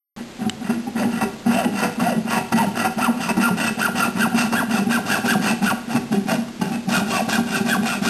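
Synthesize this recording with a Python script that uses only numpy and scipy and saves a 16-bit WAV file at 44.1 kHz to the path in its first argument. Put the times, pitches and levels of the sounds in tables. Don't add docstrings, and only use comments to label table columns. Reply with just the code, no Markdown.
import sys
import numpy as np
from scipy import signal
from scipy.fft import rfft, irfft, next_fast_len
from scipy.io import wavfile
from scipy.ndimage import uniform_filter1d, minimum_filter1d, map_coordinates

SR = 44100
rng = np.random.default_rng(int(sys.argv[2]) if len(sys.argv) > 2 else 0)


def put_to_file(sound):
    columns = np.atleast_2d(sound).T
    safe = np.clip(columns, -1, 1)
    whole_steps = np.round(safe * 32767)
    wavfile.write(sys.argv[1], SR, whole_steps.astype(np.int16))


N = 356769
TIME = np.arange(N) / SR
BAND_HZ = 5500
BRISK_RATE_HZ = 1510


def amp(db):
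    return 10 ** (np.asarray(db) / 20)


def unit(x):
    return x / np.sqrt(np.mean(np.abs(x) ** 2) + 1e-20)


def along(points, hz):
    freqs, values = np.transpose(points)
    return np.interp(np.log(hz + 1), np.log(freqs + 1), values)


def wobble(rate_hz):
    knots = rng.standard_normal(int(N * rate_hz / SR) + 4)
    return unit(map_coordinates(knots, [TIME * rate_hz], order=2))


def add(track, start_s, sound):
    part = track[max(round(start_s * SR), 0):][:len(sound)]
    part += sound[:len(part)]


def low_pass(x, hz):
    size = next_fast_len(N + 8192)
    return irfft(rfft(x, size) * (np.fft.rfftfreq(size, 1 / SR) < hz), size)[:N]


def coloured(x, db_of_hz, size=8192):
    hz = np.fft.rfftfreq(size, 1 / SR)
    gain = unit(amp(db_of_hz(hz)) / np.sqrt(1 + (hz / BAND_HZ) ** 60))
    cepstrum = irfft(np.log(np.maximum(gain, 1e-5)))
    cepstrum[1:size // 2] *= 2
    cepstrum[size // 2 + 1:] = 0
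    return signal.fftconvolve(x, irfft(np.exp(rfft(cepstrum))))[:N]


# freq_hz, gain_db
BACKGROUND_EQ = [(20, -9.5), (60, -8.5), (90, -7), (220, 2), (400, -3.5), (1000, -11), (2200, -13.5),
                 (5500, -15)]
def background_hiss():
    return coloured(rng.standard_normal(N), lambda hz: along(BACKGROUND_EQ, hz))


# start_s, length_s, top_rate_hz, level_db, whine_offset_db
DOWN_STROKES = [(0.385, .12, 270, -35.5, 2), (0.951, .135, 600, -23.5, -8), (1.451, 0.27, 690, -23.5, -4),
                (1.973, .22, 712, -25, -2), (2.513, .18, 926, -23, -1.5), (2.966, 0.15, 1340, -24.5, 3),
                (3.375, 0.15, 1410, -25, 2), (3.768, .14, 1570, -25.5, 3), (4.148, 0.14, 1570, -24.5, 2.5),
                (4.511, .14, 1640, -25, 2.5), (4.879, 0.13, 1590, -25, 3), (5.237, 0.14, 1650, -21.5, 2),
                (5.611, .135, 1500, -24, 2), (6.107, .08, 400, -26.5, -1), (6.252, 0.15, 670, -24.5, -4),
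                (6.875, 0.17, 1430, -23, -1), (7.272, 0.15, 1590, -24.5, 2), (7.645, 0.14, 1670, -22.5, 2),
                (8.013, .145, 1400, -22, -4.5)]
UP_STROKES = [(0.169, 0.05, 293, -35.5, -15), (0.609, .19, 300, -29.5, -7), (1.065, 0.21, 550, -29.5, -30),
              (1.71, .19, 1000, -25, -22), (2.244, .19, 1150, -22.5, -8.5), (2.733, .16, 1350, -24, -11),
              (3.159, .17, 1350, -26, -8), (3.557, 0.17, 1550, -22.5, -12), (3.94, 0.16, 1440, -22, -3.5),
              (4.32, 0.17, 1450, -22.5, -7), (4.677, 0.16, 1400, -22.5, -9), (5.046, 0.16, 1650, -21.5, -1),
              (5.404, .145, 1470, -21, -6), (5.873, .12, 880, -26.5, -6.5), (6.591, 0.13, 450, -29.5, -17),
              (6.705, 0.081, 410, -28, -25), (7.055, 0.19, 1170, -22.5, -2.5), (7.456, 0.18, 1450, -24, -6),
              (7.808, 0.19, 1410, -24, -3)]
def strokes():
    return [(*row, 1) for row in DOWN_STROKES] + [(*row, -1) for row in UP_STROKES]


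def arm(fastest_at=.47, sing_at=.38, sing_rise=.05):
    rate_hz, rasp, hiss, whine = np.zeros((4, N))
    turns = []
    for start, length, top_hz, db, whine_db, direction in strokes():
        end = start + length
        now = slice(int(start * SR) + 1, int(end * SR))
        progress = np.interp(TIME[now], [start, start + fastest_at * length, end], [0, .5, 1])
        speed = np.abs(np.sin(np.pi * progress))
        brisk = top_hz * speed / BRISK_RATE_HZ
        force = amp(db) * speed ** .96
        ease_db = -10.5 if direction > 0 else -1
        rate_hz[now] = direction * top_hz * speed
        rasp[now] = force * amp(ease_db * (progress - .5))
        hiss[now] = rasp[now] * amp(-2.5) * brisk ** .5
        unsettled = (1 - np.tanh((progress - sing_at) / sing_rise)) / 2
        whine[now] = force * amp(whine_db - 9 * unsettled) * brisk ** .5
        turns += [(start, -direction), (end, direction)]
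    travel = np.interp(TIME, *np.transpose(sorted(turns)))
    return rate_hz, travel, rasp, hiss, whine


def chips(rate_hz, spread_db):
    cracks = (rng.random(N) < rate_hz / SR) * rng.standard_normal(N)
    return unit(cracks * amp(-spread_db * rng.standard_normal(N).clip(-2, 2)))


# freq_hz, gain_db
WHINE_EQ = [(200, 0), (750, 2.5), (1400, -4), (3000, -3), (5500, 7.5)]
RASP_EQ = [(40, -29), (110, 1), (220, 7), (450, -2.5), (800, 1.5), (1500, -3.5), (2100, -4.5), (3000, -20),
           (5500, -32)]
HISS_EQ = [(500, -32.5), (1500, 1.5), (2300, 2.5), (2800, 1.5), (3400, 0), (4200, 0.5), (5500, 9.5)]
def saw():
    rate_hz, travel, rasp, hiss, whine = arm()
    uneven = .5 * wobble(330)
    waver = 1 + .025 * wobble(90)
    phase = 2 * np.pi * np.cumsum(np.abs(rate_hz) * waver) / SR + uneven
    grip = unit(amp(2.16 * wobble(320) + 1.87 * wobble(65)))
    contact = unit(np.exp(.77 * np.cos(phase)))
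    flutter = unit(amp(3.1 * wobble(280) + 1.23 * wobble(70)))
    teeth = whine * flutter * (np.sin(phase) + amp(-14.5) * np.sin(2 * phase))
    chatter = snags()
    coarse = rasp * grip * contact * chips(rate_hz=6000, spread_db=1.5) * amp(-1.5) + chatter * amp(2.5)
    fine = hiss * grip * contact * chips(rate_hz=14000, spread_db=1) + chatter * amp(-7)
    return (amp(2) * through_plate(teeth, WHINE_EQ)
            + through_plate(coarse, RASP_EQ)
            + amp(.5) * through_plate(fine, HISS_EQ)
            + amp(-2.5) * blade_ring(fine, rate_hz, travel))


# pitch_hz, width_hz, early_lift_db, late_lift_db
PLATE_MODES = [(220.5, 45, 14, 12), (350, 26, 7.5, 1), (390.3, 14, 12.5, 16), (493, 25, 11.5, 8),
               (617.5, 14, 13.5, 15), (707, 73, 13.5, 12), (766.4, 18, 12.5, 13.5), (936, 71, 13, 4),
               (1136, 23, 13, 13), (1385.5, 43, 18.5, 10), (1435, 52, 13, 8), (1545, 55, -14, 15.5),
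               (1652, 215, 11.5, -0.5), (1898, 28, 8, 10), (1950, 23, 18.5, 5), (2469, 40, 15, 21),
               (2660, 86, 21.5, 16), (3071, 47, 16, -59), (3270, 54, -9, 3), (3336, 33, 9, 15.5),
               (3663, 210, 9.5, 13.5), (4235, 98, 7.5, 14), (4530, 64, 9.5, 12), (4830, 40, 10.5, 12),
               (5700, 430, -15, 7.5)]
def through_plate(force, eq, early_s=2.5, late_s=7.5):
    pitch_hz, width_hz, early_db, late_db = np.transpose(PLATE_MODES)[:, :, None]

    def response(lift_db):
        def curve_db(hz):
            peaks = amp(lift_db) ** 2 / (1 + (2 * (hz - pitch_hz) / width_hz) ** 2)
            return along(eq, hz) + 10 * np.log10(.5 + peaks.sum(0))
        return coloured(force, curve_db)
    regrip = np.interp(TIME, [early_s, late_s], [0, 1])
    return (1 - regrip) * response(early_db) + regrip * response(late_db)


def blade_ring(force, rate_hz, travel, width_hz=67):
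    pull = np.tanh(rate_hz / 400)
    drive = force * amp(-2 * pull)
    pitch_hz = 2745 + 110 * travel + 70 * pull
    carrier = np.exp(2j * np.pi * np.cumsum(pitch_hz) / SR)
    pole = np.exp(-np.pi * width_hz / SR)
    envelope = signal.lfilter([np.sqrt(2 * (1 - pole ** 2))], [1, -pole], drive / carrier)
    return (envelope * carrier).real


def stroke_knocks(count=3, grip_at=.0206, release_at=.86):
    knocks = []
    for start, length, top_hz, db, _, direction in strokes():
        shake_db = db - 1.5 * np.log2(top_hz / BRISK_RATE_HZ) - (3.5 if direction < 0 else 0)
        spacing = (np.arange(count) + .5 + rng.random(count)) / (count + 1)
        rattle_at = grip_at + (release_at - grip_at) * spacing
        rattle_db = 2.5 + 2.5 * rng.standard_normal(count)
        for share, lift_db in [(grip_at, 3), *zip(rattle_at, rattle_db), (release_at, 4.5)]:
            knocks.append((start + share * length, shake_db + lift_db))
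    return knocks


# start_s, level_db
HARD_KNOCKS = [(.411, -20), (.46, -16.5), (.691, -13), (.872, -20.5), (1.05, -16), (1.222, -15),
               (1.462, -10), (1.655, -9), (2.017, -15.5), (2.175, -13), (2.539, -7), (3.083, -13),
               (3.372, -12), (3.506, -12.5), (4.34, -14), (4.535, -19), (4.794, -16.5), (4.865, -16.5),
               (5.351, -12.5), (5.395, -21), (5.625, -16.5), (5.947, -11.5), (6.122, -16), (6.318, -21),
               (6.616, -11), (6.745, -23), (6.872, -19), (7.015, -15), (7.383, -15.5), (7.605, -15.5),
               (7.777, -17.5)]
# pitch_hz, level_db, t60_s
PEG_MODES = [(114.5, -19.5, 0.078), (152.8, -15, 0.089), (201.2, -4.5, 0.12), (231.2, -2, 0.12),
             (260, -5, 0.042), (338, -17, 0.091), (403.6, -20, 0.15), (780, -6.5, 0.047)]
def peg_bumps(rise_s=.008, delay_s=.007, detune=.044, scatter_db=4):
    track, t = np.zeros(N), np.arange(-SR // 32, SR // 4) / SR
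    hz, mode_db, t60 = np.transpose(PEG_MODES)[:, :, None]
    swell = 1 + np.tanh((t - delay_s) / rise_s)
    for start, db in HARD_KNOCKS + stroke_knocks():
        pitch, size = rng.standard_normal((2, len(PEG_MODES), 1))
        decay = amp(mode_db + scatter_db * size - 60 * t.clip(0) / t60)
        modes = decay * np.sin(2 * np.pi * hz * (1 + detune * pitch) * (t - delay_s))
        knock = modes.sum(0) * swell
        add(track, start + t[0], amp(db) * knock / np.abs(knock).max())
    return track


# freq_hz, t60_s
ROOM_DECAY = [(150, 0.75), (1000, 0.48), (5000, 0.57)]
def workshop_echo(x, predelay_samples=300):
    hz, t, noise = signal.stft(rng.standard_normal(SR // 2), SR, nperseg=256)
    decay = amp(-60 * t / along(ROOM_DECAY, hz)[:, None])
    tail = signal.istft(noise * decay, SR, nperseg=256)[1]
    return signal.fftconvolve(x, np.pad(tail, (predelay_samples, 0)) / np.linalg.norm(tail))[:N]


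# start_s, level_db
BLADE_TICKS = [(0.496, -7), (0.4968, -14), (.4988, -22)]
# pitch_hz, level_db, t60_s
STEEL_MODES = [(3020, -2.5, .012), (3270, -8, 0.0054), (3720, -9, 0.017), (1900, -7, 0.0071),
               (5100, -15, .005)]
def blade_ticks():
    track, t = np.zeros(N), np.arange(SR // 20) / SR
    for start, db in BLADE_TICKS:
        for hz, mode_db, t60 in STEEL_MODES:
            decay = amp(db + mode_db - 60 * t / t60)
            add(track, start, decay * np.sin(2 * np.pi * (hz * t + rng.random())))
    return track


# start_s, length_s, level_db
BLADE_SNAGS = [(0.697, 0.012, -21), (0.863, 0.028, -38), (1.204, .046, -21.5), (1.456, 0.031, -22),
               (1.815, .048, -16), (1.992, 0.029, -23.5), (2.362, 0.031, -22.5), (2.517, 0.036, -17.5),
               (2.839, 0.04, -19), (2.98, .024, -23.5), (3.28, 0.046, -20), (3.365, .026, -24),
               (4.52, 0.026, -16.5), (5.947, 0.036, -22), (6.116, .02, -24), (6.303, 0.026, -18),
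               (6.481, 0.0067, -31.5), (6.612, 0.016, -22), (7.279, 0.026, -22.5)]
def snags():
    force = np.zeros(N)
    for start, length, db in BLADE_SNAGS:
        add(force, start, amp(db) * signal.windows.tukey(int(length * SR), .6))
    return force * chips(rate_hz=3300, spread_db=1.5)


# start_s, pitch_hz, t60_s, level_db
PLATE_RINGS = [(0.729, 332, 0.47, -29), (1.255, 394, 0.31, -22), (3.37, 321, 0.24, -18)]
def plate_rings():
    track = np.zeros(N)
    for start, hz, t60, db in PLATE_RINGS:
        t = (TIME - start).clip(0)
        track += amp(db - 60 * t / t60) * np.sin(2 * np.pi * hz * t)
    return track


def scene():
    cutting = saw()
    knocks = amp(4.5) * peg_bumps()
    echo = workshop_echo(amp(-7.5) * cutting + amp(-8) * knocks)
    background = amp(-39) * background_hiss()
    return (cutting + knocks + plate_rings() + amp(1) * blade_ticks() + echo + background)[None]


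def limiter(x, ceiling_db, window=400):
    needed = np.minimum(1, amp(ceiling_db) / (np.abs(x) + 1e-9))
    return x * uniform_filter1d(minimum_filter1d(needed, window), window)


def record(dry, hold_samples=4, silent_until_s=.163):
    limited = limiter(low_pass(dry[0], BAND_HZ), ceiling_db=-8.3)
    gated = limited * (TIME > silent_until_s)
    held = np.repeat(gated[::hold_samples], hold_samples)[:N]
    return low_pass(held, hz=12900)[None]


dry = scene()
out = record(dry)
put_to_file(out)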